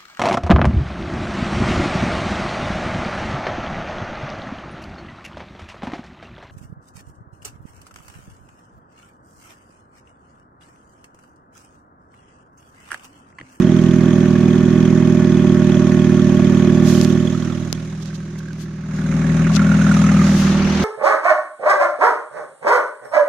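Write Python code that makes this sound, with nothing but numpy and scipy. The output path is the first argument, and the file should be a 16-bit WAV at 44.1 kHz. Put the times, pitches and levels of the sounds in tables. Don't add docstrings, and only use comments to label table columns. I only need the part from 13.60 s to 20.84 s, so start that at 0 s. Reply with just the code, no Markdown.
import sys
import numpy as np
from scipy import signal
from scipy.fft import rfft, irfft, next_fast_len
from scipy.io import wavfile
from scipy.ndimage import uniform_filter1d

SR = 44100
rng = np.random.default_rng(int(sys.argv[2]) if len(sys.argv) > 2 else 0)


def output_pcm(signal):
    pcm = np.clip(np.atleast_2d(signal).T, -1, 1) * 32767
    wavfile.write(sys.argv[1], SR, np.round(pcm).astype(np.int16))


def voltage_ratio(level):
    return 10 ** (np.asarray(level, float) / 20)


N = 319284
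TIME = np.arange(N) / SR


def unit(x):
    return x / np.sqrt(np.mean(x ** 2) + 1e-20)


def curves(rows, at):
    s, *cols = np.transpose(rows)
    return [np.interp(at, s, c) for c in cols]


def filtered(x, response):
    m = next_fast_len(N + SR // 4)
    return irfft(rfft(x, m) * response(np.fft.rfftfreq(m, 1 / SR)), m)[..., :N]


def along(points, hz):
    f, v = np.transpose(points)
    return np.interp(np.log(hz + 1), np.log(f + 1), v)


def mode(f, hz, width):
    return 1j * f * width / (hz * hz - f * f + 1j * f * width)


def panned(x, db):
    return x * np.array([voltage_ratio(db / 2), voltage_ratio(-db / 2)]).reshape(2, -1)


# (frequency [Hz], likeness [-1 to 1])
ALIKE = [(60, 0.99), (150, 0.99), (380, 0.96), (950, 0.52), (2380, 0.46), (5980, -0.05), (15000, 0.02)]


def rush(spectrum):
    size = next_fast_len(N)
    hz = np.fft.rfftfreq(size, 1 / SR)
    turn = np.arccos(np.clip(along(ALIKE, hz), -1, 1)) / 2
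    white = rng.standard_normal((2, len(hz))) + 1j * rng.standard_normal((2, len(hz)))
    shaped = white * voltage_ratio(along(spectrum, hz)) * [np.cos(turn), np.sin(turn)]
    mid, side = irfft(shaped, size)[:, :N]
    return unit(np.array([mid + side, mid - side]))


# (time [s], place [0-6], travel time from the pipe [ms])
WALK = [(0, 0, 5.16), (3.5, 0, 5.16), (4, 1, 4.5), (4.35, 2, 5.1), (5.1, 2, 4.8), (5.5, 3, 4.9),
        (5.83, 3, 3.7), (5.93, 4, 1.45), (6.5, 4, 1.5), (6.8, 4.6, 1.8), (7, 5, 3.3), (7.24, 6, 3.1)]


def here(rows):
    place = curves(WALK, TIME)[0]
    return [np.interp(place, range(len(rows)), c) for c in np.transpose(rows)]


# (time [s], firing rate [1/s])
SPEED = [(0.0, 41.27), (0.28, 41.32), (0.73, 39.78), (1.35, 40.88), (1.83, 40.04), (2.31, 40.14),
         (2.82, 39.64), (3.3, 39.76), (3.68, 40.18), (4.4, 39.58), (4.93, 39.76), (5.41, 39.03),
         (6.03, 40.26), (6.43, 40.2), (6.82, 39.42), (7.24, 39.38)]


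def firings():
    start = .3035
    count = start + np.cumsum(curves(SPEED, TIME)[0]) / SR
    number = np.arange(0, int(count[-1]) + 1)
    moment = np.interp(number, np.r_[0, count], np.r_[-start / SPEED[0][1], TIME])
    return count, number, moment, rng.standard_normal((len(number), 18))


def train(moment, size):
    return np.bincount(np.clip(np.round(moment * SR).astype(int), 0, N), size, N + 1)[:N]


def puffs(moment, size_db, rise, fall):
    t = np.arange(SR // 20) / SR
    puff = np.exp(-t / fall) * (1 - np.exp(-t / rise))
    return np.abs(signal.fftconvolve(train(moment, voltage_ratio(size_db)), puff)[:N])


# (frequency [Hz], width [Hz], second bank share [ratio],
# then strength at each of the seven places [ratio])
PIPE = [(30.0, 41.1, 1.06, 0.074, 0.146, 0.12, 0.129, 0.06, 0.09, 0.05),
        (76.6, 24.7, 0.95, -0.079, -0.2, -0.15, -0.13, -0.135, -0.147, -0.253),
        (125.5, 15.0, 0.96, -0.114, -0.25, -0.139, -0.039, -0.105, 0.0, -0.088),
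        (167.5, 23.7, 0.67, -0.301, -0.43, -0.764, -0.787, -0.63, -0.621, -0.484),
        (190.4, 30.0, 0.73, -0.241, -0.1, 0.429, 0.418, 0.69, 0.61, 0.591),
        (248.7, 15.0, 0.28, 0.165, 0.1, 0.112, 0.329, -0.12, -0.066, -0.357),
        (262.7, 15.0, 2.5, 0.116, 0.1, 0.0, 0.0, -0.055, -0.057, -0.032),
        (332.3, 16.2, 1.52, 0.088, 0.068, 0.012, 0.02, -0.019, -0.052, -0.035),
        (359.5, 15.0, 0.17, 0.278, 0.14, 0.07, 0.05, -0.03, -0.095, -0.169),
        (383.3, 15.0, 1.4, -0.128, 0.02, -0.04, -0.059, 0.005, 0.072, 0.144)]
CYLINDERS = [0.57, 0.52, 0.17, 0.4, 0.55, 1]
# (frequency [Hz], level [dB per Hz])
GAS = [(30, -36.5), (60, -22), (150, 1.5), (250, 0), (380, 4.5), (450, -29.5), (700, -69)]
# (time [s], open pipe [dB], engine bay [dB])
HEARD = [(0, -12.5, -39), (1.6, -12.5, -39.5), (3.34, -11.5, -37.5), (3.57, -14, -38), (3.79, -20, -38.5),
         (4.07, -24, -41.5), (4.4, -27, -45), (4.9, -28, -49.5), (5.24, -27.5, -52.5), (5.36, -21.5, -42),
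         (5.55, -16, -38.5), (6.07, -11.5, -33), (6.37, -11.5, -28.5), (6.59, -10.5, -32),
         (6.92, -13, -31.5), (7.24, -16.5, -27.5)]
# (pipe [dB], rasp [dB], hiss [dB])
FACING = [(-5, -2, -7), (-5.5, -5, -4.5), (-1.26, -7, -2.5), (1.4, -4, -5.5), (1.3, -5.5, -1),
          (-2.5, 1.5, -0.6), (-2.2, 2, 0)]
# (rasp over the pipe [dB], turbulence over the ringing [dB])
MIX = [(-14, -16.5), (-11.5, -13), (-15.5, -14.5), (-13, -25.5), (-13, -24.5), (-15, -14), (-17, -16)]


def exhaust(count, number, moment, luck):
    place, travel_ms = curves(WALK, moment)
    second = number % 2
    arrival = moment + (travel_ms - .44 * second) / 1000
    size = voltage_ratio(np.take(CYLINDERS, number % 6) + 0.2 * luck[:, 1])
    ring = 0
    for k, (hz, width, share, *strength) in enumerate(PIPE):
        blow = size * voltage_ratio(.5 * luck[:, 3 + k]) * np.interp(place, range(7), strength)
        blow = blow * np.where(second, share, 1)
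        ring = ring + filtered(train(arrival + .00006 * luck[:, 0], blow), lambda f: mode(f, hz, width))
    slug = lambda f: (1j * f / (1j * f + 60)) ** 2 / (1 + (f / 420) ** 10)
    flow = unit(1.4 + puffs(arrival, 2 * luck[:, 2], rise=0.00099, fall=0.019))
    turbulence = voltage_ratio(here(MIX)[1]) * rush(GAS) * flow
    pipe_db = curves(HEARD, TIME)[0]
    return panned(voltage_ratio(pipe_db) * (unit(filtered(ring, slug)) + turbulence), here(FACING)[0])


def nearness():
    place = curves(WALK, TIME)[0]
    return np.clip(place / 2, 0, 1), np.clip(place - 4, 0, 1)


def blend(under, side, front):
    beside, wheel = nearness()
    near = np.sqrt(1 - beside) * rush(under)
    return near + np.sqrt(beside - wheel) * rush(side) + np.sqrt(wheel) * rush(front)


def swell(steady, moment, fall, size_db):
    return unit(steady + puffs(moment, size_db, rise=.002, fall=fall))


# (frequency [Hz], level [dB per Hz])
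RASP_NEAR = [(260, -42), (440, -11), (479, -11.5), (604, -2), (733, -15.5), (799, -10.5), (863, -19),
             (947, -10), (1040, -16.5), (1120, -9.5), (1290, -13.5), (1770, -12), (2310, -19.5),
             (2490, -14), (2800, -26), (3640, -56), (6160, -120)]
RASP_SIDE = [(260, -42), (440, -13), (573, 0), (648, -6), (1020, -10), (1100, -4.5), (1580, -3.5),
             (1860, -5.5), (2800, -14), (3640, -41), (6160, -120)]
RASP_WHEEL = [(260, -42), (440, -14), (568, 4), (728, -21), (780, -3.5), (1030, -15), (1130, -0.5),
              (2800, -12), (3640, -31), (6160, -120)]


def rasp(moment, luck):
    steady = .6 + .5 * nearness()[1]
    return blend(RASP_NEAR, RASP_SIDE, RASP_WHEEL) * swell(steady, moment + .001, .009, 1.5 * luck[:, 14])


# (frequency [Hz], level [dB per Hz])
HISS_NEAR = [(1350, -29.5), (2300, -29), (2900, -7.5), (3360, -8.5), (4750, -14.5), (6550, -8),
             (7540, -20.5), (13100, -33), (14900, -41), (16100, -48), (16500, -71.5)]
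HISS_SIDE = [(1350, -11), (2300, -14.5), (2900, -14.5), (3870, -12), (4560, -19), (6610, -10.5),
             (7660, -22.5), (9730, -24.5), (15100, -50), (16100, -48), (16500, -82)]
HISS_WHEEL = [(1350, -2), (2300, -6), (5240, -12), (6390, -10.5), (7790, -25.5), (12000, -34.5),
              (14800, -49), (16100, -55), (16500, -84)]


def hiss(number, moment, luck):
    steady = .45 + .7 * nearness()[1]
    size_db = 1.2 * luck[:, 15] + 2 * (number % 2) - 1
    return blend(HISS_NEAR, HISS_SIDE, HISS_WHEEL) * swell(steady, moment + .0015, .009, size_db)


# (frequency [Hz], level [dB per Hz])
LEAK = [(2700, -40), (3100, -5), (3300, 0), (3550, -6), (4000, -40)]


def leak(moment, luck):
    spit = swell(.02, moment + .001, .004, 3 * luck[:, 16])
    return voltage_ratio(-6) * (1 - nearness()[0]) * rush(LEAK) * spit


# (multiple of the firing rate [ratio], under the car [dB], beside it [dB])
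WHINES = [(10, -24, -12), (15, -2, -14), (20, -17, -30), (28.7, -15, -30), (36.4, -15, -32),
          (44.5, -15, -32)]
# (frequency [Hz], under the car [dB], beside it [dB])
PUMP = [(549.2, -24, -9), (1098.4, -10, -13), (2196.8, -21, -20), (3295, -29, -34)]


def whines(count):
    beside = nearness()[0]
    drift = lambda: .5 * unit(uniform_filter1d(rng.standard_normal(N), size=SR // 10))
    tones = np.zeros(N)
    for multiple, under_db, beside_db in WHINES:
        level = voltage_ratio(under_db + (beside_db - under_db) * beside)
        tones += level * np.sin(2 * np.pi * multiple * count + 0.57 * drift())
    for hz, under_db, beside_db in PUMP:
        level = voltage_ratio(under_db + (beside_db - under_db) * beside)
        tones += level * np.sin(2 * np.pi * hz * TIME + 0.31 * drift())
    return tones


# (time [s], frequency [Hz], usual peak [dB])
SHIELD = [(0, 1370, -44), (3.3, 1334, -37.5), (3.9, 1320, -38), (4.3, 1590, -46), (5.1, 1610, -42),
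          (5.7, 1310, -43), (6.2, 1463, -17.5), (6.6, 1260, -24), (6.85, 1220, -50)]
# (time [s], peak [dB], frequency [Hz])
PINGS = [(3.748, -24, 1290), (3.8982, -25, 1330), (4.503, -32, 1550), (4.604, -35, 1590),
         (4.803, -32, 1600), (4.8565, -32, 1580), (4.8824, -30, 1600), (4.9063, -31, 1530),
         (5.4162, -26, 1480), (5.4613, -25, 1530), (5.8667, -18.5, 1460), (5.967, -14.5, 1380),
         (5.9938, -13, 1430), (6.0155, -13.5, 1360), (6.0647, -15.5, 1460), (6.0897, -18, 1440),
         (6.1148, -12, 1420), (6.14, -18, 1370), (6.1875, -18, 1380), (6.213, -15, 1470),
         (6.2646, -13.5, 1360), (6.288, -16, 1520), (6.313, -8, 1420), (6.366, -13, 1250),
         (6.4404, -14.5, 1290), (6.4644, -15, 1290), (6.4865, -20, 1370), (6.615, -12.5, 1210)]


def shield(moment, luck):
    hz, usual_db = curves(SHIELD, moment)
    late_s, scatter_db, detune = .0055, 3, .04
    usual = np.c_[moment + late_s, usual_db + scatter_db * luck[:, 17], hz * (1 + detune * luck[:, 13])]
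    apart = np.abs(usual[:, :1] - np.transpose(PINGS)[0]).min(axis=1) > .012
    ring, t = np.zeros(N + SR), np.arange(SR // 40) / SR
    rise_s, fall_s = .002, .0045
    shape = np.exp(-t / fall_s) * (1 - np.exp(-t / rise_s))
    for s, db, pitch in [*usual[apart & (moment > 0)], *PINGS]:
        note = np.sin(2 * np.pi * pitch * t) + 0.1 * np.sin(2 * np.pi * 1.55 * pitch * t)
        ring[round(s * SR):][:len(t)] += voltage_ratio(db + 2.5) * shape * note
    return ring[:N]


def patchy(x):
    z = signal.stft(x, nperseg=256)[2]
    field = uniform_filter1d(rng.standard_normal(z.shape[1:]), 3, axis=0)
    field = uniform_filter1d(field, 5, axis=1)
    colour = unit(voltage_ratio(2 * unit(field)))
    return signal.istft(z * colour, nperseg=256)[1][:, :N]


def bay(count, number, moment, luck):
    pipe_db, hiss_db = curves(HEARD, TIME)
    rasp_db = pipe_db + here(MIX)[0]
    _, rasp_side_db, hiss_side_db = here(FACING)
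    gas = panned(voltage_ratio(rasp_db - 5.0) * rasp(moment, luck), rasp_side_db)
    jets = hiss(number, moment, luck) + leak(moment, luck)
    gas = gas + panned(voltage_ratio(hiss_db - 2.0) * jets, hiss_side_db)
    tones = voltage_ratio(rasp_db - 4.5) * whines(count) + shield(moment, luck)
    return patchy(gas) + panned(tones, rasp_side_db)


# (frequency [Hz], level [dB per Hz])
HUSH = [(300, -20.5), (1500, -13), (3000, -1.5), (6500, -0.5), (8000, -25.5), (12000, -29.5), (16500, -36)]


def steady_hush():
    return voltage_ratio(-55.5) * rush(HUSH)


# (frequency [Hz], level [dB per Hz])
GRASS = [(1180, -30), (2000, -8), (2770, 1.5), (3310, 4), (6640, 6.5), (7580, -2.5), (15100, -9.5),
         (16100, -30), (16500, -46)]
# (middle [s], half length [s], level [dB], left minus right [dB], bright share [0-1])
RUSTLES = [(3.287, 0.035, -34.5, -6, 0.9), (3.36, 0.089, -36.5, -13, 1), (3.439, 0.012, -39, -12, 1),
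           (3.5, .03, -45, -7, 1), (4.427, 0.0082, -40.5, -12, 0.2), (4.476, 0.028, -45, -10, 0),
           (4.553, 0.015, -43, -11, .2), (4.79, 0.0074, -45, -11, 1), (5.017, 0.027, -46, 14, 0.9),
           (5.375, 0.035, -48.5, 11, 0.3), (5.946, 0.011, -34, 7.5, 0.2), (5.964, 0.006, -32.5, 35, 0),
           (5.936, .03, -49, 22, 0.2), (6.688, 0.11, -34.5, -8, 0.3), (6.796, 0.042, -40, 17, 1),
           (6.884, 0.07, -34, 4, 0.1)]


def rustles():
    grains = unit(uniform_filter1d(voltage_ratio(1.7 * rng.standard_normal((2, N))), size=40))
    bright = grains * rush(GRASS)
    dull = filtered(bright, lambda f: 1 / (1 + (f / 8500) ** 4))
    out = np.zeros((2, N))
    for middle, half, db, side_db, share in RUSTLES:
        near = slice(round((middle - 2 * half) * SR), round((middle + 2 * half) * SR))
        brush = voltage_ratio(db) * np.exp(-((TIME[near] - middle) / half) ** 2)
        noise = dull[:, near] + np.clip(share, 0, 1) * (bright - dull)[:, near]
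        out[:, near] += panned(brush, side_db) * noise
    return out


# (time [s], peak [dB], left minus right [dB])
TICKS = [(3.4127, -8, 42.5), (3.4471, -2, -20), (4.127, -10, 54), (4.415, -23, -6), (4.4574, -14, -17),
         (4.885, -23, 19), (4.931, -16, -13), (5.9509, -9, 36), (5.965, -16, 6)]
# (frequency [Hz], width [Hz], level [dB])
CASE = [
    (5200, 3100, 3.5),
    (7270, 3700, 0),
    (10840, 1200, -5.5),
    (150, 230, 6.5),
]


def ticks():
    s, db, side_db = np.transpose(TICKS)
    blows = panned(np.ones(len(s)), side_db) * voltage_ratio(db - 0.5)
    knocks = np.array([train(s + .001, b) for b in blows])

    def case(f):
        ring = sum((-1) ** k * voltage_ratio(g) * mode(f, hz, width) for k, (hz, width, g) in enumerate(CASE))
        return ring / (1 + 1j * f / 12000) ** 2
    return filtered(knocks, case)


def scene():
    engine = firings()
    return exhaust(*engine) + bay(*engine) + steady_hush() + rustles() + ticks()


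def top_cut(x):
    return signal.sosfilt(signal.butter(12, 16640, fs=SR, output="sos"), x)


def record(dry):
    flat = dry / (1 + np.abs(dry) ** 12) ** (1 / 12)
    mix = filtered(flat, lambda hz: (hz < 16600) / (1 + (hz / 15600) ** 30))
    return top_cut(mix)


dry = scene()
out = record(dry)
output_pcm(out)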